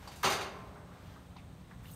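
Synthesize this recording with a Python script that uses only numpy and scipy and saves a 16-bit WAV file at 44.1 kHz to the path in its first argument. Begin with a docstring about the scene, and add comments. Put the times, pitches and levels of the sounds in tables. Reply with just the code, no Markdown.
"""The upper tray of a steel bicycle rack slides out, hits its end stop with a loud clack and tilts down.
Its rollers grind along the rail; the blow and its rebounds set tray and bicycle rattling and ringing
under the shelter roof. Lighter knocks follow over a low town rumble. At the end a shoe scuffs the
gritty asphalt and something gives a thin squeak."""
import sys
import numpy as np
from scipy import signal
from scipy.fft import rfft, irfft
from scipy.io import wavfile
from scipy.ndimage import uniform_filter1d

SR = 44100
rng = np.random.default_rng(int(sys.argv[2]) if len(sys.argv) > 2 else 0)


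def generate_wav(sig):
    """Save sig (samples, or channels by samples) to the path in sys.argv[1] as 16-bit PCM at SR."""
    pcm = np.round(np.clip(np.atleast_2d(sig).T, -1, 1) * 32767).astype(np.int16)
    wavfile.write(sys.argv[1], SR, pcm)


N = 85995
T = np.arange(N) / SR
HZ = np.fft.rfftfreq(N, 1 / SR)


def amp(db):
    """Decibels to gain."""
    return 10 ** (np.asarray(db) / 20)


def unit(x):
    """Scales to rms 1."""
    return x / np.sqrt(np.mean(x ** 2) + 1e-20)


def curve_at(points, hz):
    """Reads a curve on a log-frequency axis."""
    f, value = np.transpose(points)
    return np.interp(np.log(hz + 1), np.log(f + 1), value)


def colour(x, db):
    """EQ with a gain for each frequency, scaled to rms 1."""
    return unit(irfft(rfft(x) * amp(db), N))


def add(mix, s, sound):
    """Mixes a sound in at s seconds."""
    part = mix[max(round(s * SR), 0):]
    part += sound[:len(part)]


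def drift(size):
    """Random wander smoothed over size points, rms 1."""
    return unit(uniform_filter1d(uniform_filter1d(rng.standard_normal(N), size), size))


def flat_noise():
    """Countless equally strong modes of random phase."""
    return unit(irfft(np.exp(2j * np.pi * rng.random(len(HZ))), N))


def die_away(x, t60s):
    """Lets each frequency decay at its own speed."""
    hz, t, spectra = signal.stft(x, SR, nperseg=256)
    decay = amp(-60 * t / curve_at(t60s, hz)[:, None])
    return signal.istft(spectra * decay, SR, nperseg=256)[1][:N]


def resonate(x, hz, width_hz):
    """Two resonators in series, both following the curve hz."""
    turn = np.exp(2j * np.pi * np.cumsum(hz) / SR)
    pole = np.exp(-np.pi * width_hz / SR)
    for _ in range(2):
        x = 2 * (turn * signal.lfilter([1 - pole], [1, -pole], x / turn)).real
    return x


# The town bed's tone. Each row: frequency in Hz, relative level in dB.
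TOWN_EQ = [(20, -39), (35, -10.5), (62, 3), (110, 1), (180, -2), (220, -8.5), (400, -16.5), (650, -19),
           (1200, -24.5), (2300, -37.5), (3900, -31), (5200, -51), (7300, -42), (8400, -33), (10200, -48),
           (13500, -49), (16000, -44)]
# Hum and faint whine. Each row: pitch in Hz, level in dB.
MACHINE_TONES = [(180, -63), (266, -67.5), (6430, -87.5)]


def town(wash_db=-52, patchy_db=1.5, waver_hz=4):
    """Distant traffic rumbles and hisses in drifting patches; far machinery adds a wavering hum."""
    spectra = signal.stft(colour(flat_noise(), curve_at(TOWN_EQ, HZ)), nperseg=1024)[2]
    patches = unit(uniform_filter1d(uniform_filter1d(rng.standard_normal(spectra.shape), 10, 0), 10, 1))
    wash = unit(signal.istft(spectra * amp(patchy_db * patches), nperseg=1024)[1][:N])
    hum = np.zeros(N)
    for hz, db in MACHINE_TONES:
        pitch = hz + waver_hz * drift(size=2000)
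        hum += amp(db) * np.sqrt(2) * np.sin(2 * np.pi * np.cumsum(pitch) / SR)
    return amp(wash_db) * wash + hum


# The rollers' fader ride. Each row: time in seconds, level in dB.
ROLLER_FADER = [(0, -57), (.06, -55), (.17, -59), (.23, -59), (.5, -61), (.85, -65), (1.0, -61),
                (1.13, -60), (1.24, -64.5), (1.52, -65.5), (1.95, -63.5)]
# The rail's tone. Each row: frequency in Hz, relative level in dB.
RAIL_EQ = [(150, -4.5), (500, 2.5), (1000, 2), (1800, -2.5), (3500, -9), (6000, -12.5), (10200, -22.5),
           (13000, -16), (16000, -29)]


def rollers(uneven_db=0.5):
    """Rollers grind unevenly along the rail."""
    grind = colour(flat_noise(), curve_at(RAIL_EQ, HZ))
    return grind * amp(np.interp(T, *np.transpose(ROLLER_FADER)) + uneven_db * drift(size=900))


def frame_resonances(ripple_db=1.7, cluster_db=4, width_hz=50):
    """The rack's uneven comb of resonances, in dB: they crowd around the tray's strongest modes."""
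    clusters = np.max([np.exp(-.5 * ((HZ - hz) / width_hz) ** 2) for hz, _, _ in TRAY_MODES], axis=0)
    ripple = ripple_db * drift(size=90)[:len(HZ)]
    return (ripple + cluster_db * (clusters - .5)) * np.clip(HZ / 2500, 0, 1)  # flatter in the bass


# Knocks of latch, tray, bicycle and shoes.
# Each row: start in seconds, level in dB, centre in Hz, spread in octaves, T60 in seconds.
KNOCK_CUES = [(.074, -47, 854, 0.34, 0.17), (.074, -51, 3880, 0.92, 0.18), (0.074, -54, 4500, 0.037, 0.16),
              (.115, -52.5, 1490, 1.7, 0.48), (.158, -57.5, 6600, 0.83, 0.61),
              (0.23, -39, 13000, 0.45, 0.05), (0.2326, -25.5, 1095, 0.53, 0.063),
              (.755, -55.5, 1210, 0.46, 0.43), (.91, -57.5, 1090, 0.54, 0.67),
              (1.16, -54, 1060, 0.46, 0.25), (1.362, -50.5, 900, 0.29, 0.096),
              (1.365, -53, 3030, 0.54, 0.085), (1.366, -63, 4690, 0.04, 0.07),
              (1.384, -57, 2320, 0.21, 0.12), (1.708, -53.5, 1030, 0.67, 0.12),
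              (1.711, -56, 1770, 0.18, 0.14)]


def knocks(frame_db, rise_s=0.002, skirt_db=-30):
    """Each short knock rings one region of the frame's modes."""
    out = np.zeros(N)
    for s, db, hz, spread, t60 in KNOCK_CUES:
        region = np.exp(-.5 * (np.log2((HZ + 1) / hz) / spread) ** 2)
        skirt = amp(skirt_db) / (1 + HZ / hz) * HZ / (HZ + 200)
        ring = colour(flat_noise(), frame_db + 20 * np.log10(region + skirt + 1e-6))
        envelope = np.minimum(T / rise_s, 1) * amp(-60 * T / t60)
        add(out, s, amp(db) * envelope * ring)
    return out


# The reverb's length. Each row: frequency in Hz, T60 in seconds.
ROOF_DECAY = [(100, 0.69), (400, 2.33), (1100, 1.34), (4000, 0.73), (15000, 0.36)]


def shelter_reverb(x, predelay_s=0.0066):
    """Reflections under the roof fade in after a short gap and linger longest in the low mids."""
    tail = die_away(flat_noise(), ROOF_DECAY) * np.clip(T / predelay_s - 1, 0, 1)
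    return signal.fftconvolve(x, tail / np.linalg.norm(tail))[:N]


# The tray hits its stop and rebounds.
# Each row: start in seconds, level in dB, brightness in dB per octave about the pivot.
STOP_HITS = [(0.2289, -38, 1.5), (.234, -33, -2), (.239, -28, 0), (0.2464, -29, 0.5), (.261, -33, 0.5),
             (.270, -33.5, -0.5), (.299, -36, 5), (.321, -35, 2.5), (.348, -39, 0.5), (0.386, -41.5, -1.5),
             (.409, -39.5, 1)]
PIVOT_HZ = 1490
# The steel frame's dense ring. Each row: frequency in Hz, relative level in dB.
STEEL_EQ = [(30, -32), (70, -5.5), (300, -6.5), (500, -4), (800, -1), (1200, 0.5), (2300, -4.5),
            (3200, -6.5), (4400, -7), (5300, -12), (6300, -9), (7700, -19), (9000, -14.5), (10300, -24),
            (14000, -22.5), (16000, -42)]
# That ring's length. Each row: frequency in Hz, T60 in seconds.
STEEL_DECAY = [(100, 0.47), (400, 0.56), (1200, 0.37), (3000, 0.31), (15000, 0.21)]


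def clack(frame_db, treble_rise_s=0.0023, bass_rise_s=0.017, crossover_hz=663):
    """Each hit on the end stop spreads through the frame, treble first, and rings out."""
    out = np.zeros(N)
    octaves = np.log2(np.maximum(HZ, 300) / PIVOT_HZ)
    for s, db, brightness in STOP_HITS:
        tone_db = curve_at(STEEL_EQ, HZ) + frame_db + brightness * octaves
        ring = die_away(colour(flat_noise(), tone_db), STEEL_DECAY)
        bass = signal.sosfiltfilt(signal.butter(2, crossover_hz, fs=SR, output="sos"), ring)
        snap = np.minimum(T / treble_rise_s, 1) * (ring - bass)
        bloom = np.minimum(T / bass_rise_s, 1) * bass
        add(out, s, amp(db) * (snap + bloom))
    return out


# The tray's strongest modes. Each row: pitch in Hz, relative level in dB, T60 in seconds.
TRAY_MODES = [(388, .5, .7), (414, -10, 2.1), (439, -8, .9), (559, -9, .75), (595, -11.5, 2),
              (641, -13, 1.9), (674, -1, .5), (783, -3, .45), (838, -.5, .45), (981, -2, .52),
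              (1044, -9, 1.5), (1085, -8, .8), (1182, 1, .5), (1261, -3, .45), (1366, -1, .45),
              (1533, -7, .62), (2119, -3, .36), (2650, -6.5, .46), (2789, -7, .42), (2817, -2, .45),
              (3661, -8, .31), (3818, -11, .45), (4658, -9, .3), (4819, -10, .42), (6432, -8.5, .33)]


def tray_ring(gain_db=-16.5, rise_s=.014, max_beat_hz=9, twin_gain=.3):
    """Every hit pours energy into the tray's modes, which ring on, each beating against a close twin."""
    out = np.zeros(N)
    for hz, mode_db, t60 in TRAY_MODES:
        envelope = np.minimum(T / rise_s, 1) * amp(-60 * T / t60)
        energy = np.zeros(N)
        for s, db, brightness in STOP_HITS:
            add(energy, s, (amp(db + brightness * np.log2(hz / PIVOT_HZ)) * envelope) ** 2)
        phase, twin_phase, detune = rng.random(size=3)
        mode = np.sin(2 * np.pi * (hz * T + phase))
        twin = np.sin(2 * np.pi * ((hz + max_beat_hz * detune) * T + twin_phase))
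        out += amp(gain_db + mode_db) * np.sqrt(energy) * (mode + twin_gain * twin)
    return out


def guide_rub(start_s=1, length_s=0.19, db=-68.5, centre_hz=2760):
    """The tray rubs on its guide as it tilts down: one soft swell of friction noise."""
    progress = np.clip((T - start_s) / length_s, 0, 1)
    friction = unit(resonate(flat_noise(), np.full(N, centre_hz), width_hz=2300))
    return amp(db) * np.sin(np.pi * progress) * friction


def grit(grains_per_s=5000, spread_db=2):
    """Grit underfoot: dense tiny clicks of uneven size."""
    clicks = (rng.random(N) < grains_per_s / SR) * rng.choice([-1, 1], N)
    return unit(clicks * amp(spread_db * np.minimum(rng.exponential(1, N), 4)))


# The shoe's move. Each row: time in seconds, scrape level in dB, scrape centre in Hz, hiss level in dB.
SCUFF_MOVE = [(1.811, -76, 1000, -83), (1.845, -59.5, 1230, -66.5), (1.865, -60.5, 2800, -66),
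              (1.889, -58.5, 2900, -64), (1.92, -72, 4130, -56.5), (1.95, -77, 6500, -65)]
# The grit's hiss. Each row: frequency in Hz, relative level in dB.
GRIT_EQ = [(4000, -12), (6500, -1.5), (9000, 0), (11000, 0), (14000, 5.5), (16000, -7)]


def shoe_scuff(low_cut_hz=700, rasp_db=3):
    """A sole drags over grit, catching and slipping; the rasp brightens as it goes."""
    s, scrape_db, centre_hz, hiss_db = np.transpose(SCUFF_MOVE)
    drag = signal.sosfilt(signal.butter(2, low_cut_hz, "high", fs=SR, output="sos"), grit())
    sweep = resonate(drag, np.interp(T, s, centre_hz), width_hz=1800)
    scrape = unit(sweep * amp(rasp_db * drift(size=120))) * amp(np.interp(T, s, scrape_db))
    hiss = colour(grit(), curve_at(GRIT_EQ, HZ)) * amp(np.interp(T, s, hiss_db))
    return (T > s[0]) * (scrape + hiss)


def squeak(start_s=1.926, length_s=0.022, db=-52.5, hz=8070, rise_hz=500, jitter_hz=121):
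    """A short, thin squeak with a shaky, rising pitch."""
    progress = np.clip((T - start_s) / length_s, 0, 1)
    pitch = hz + rise_hz * progress + jitter_hz * drift(size=30)
    return amp(db) * np.sin(np.pi * progress ** 2) * np.sin(2 * np.pi * np.cumsum(pitch) / SR)


def scene(reverb_db=-14):
    """Mono mix: the close sounds feed the shelter's reverb; tray ring and town bed stay dry."""
    frame_db = frame_resonances()
    near = clack(frame_db) + knocks(frame_db) + rollers() + guide_rub() + shoe_scuff() + squeak()
    return (near + amp(reverb_db) * shelter_reverb(near) + tray_ring() + town())[None]


def record(dry):
    """A steep high cut at 15750 Hz on the whole mix."""
    high_cut = signal.firwin(511, 15750, window=("kaiser", 9), fs=SR)
    return signal.oaconvolve(dry, high_cut[None], "same")


dry = scene()
out = record(dry)
generate_wav(out)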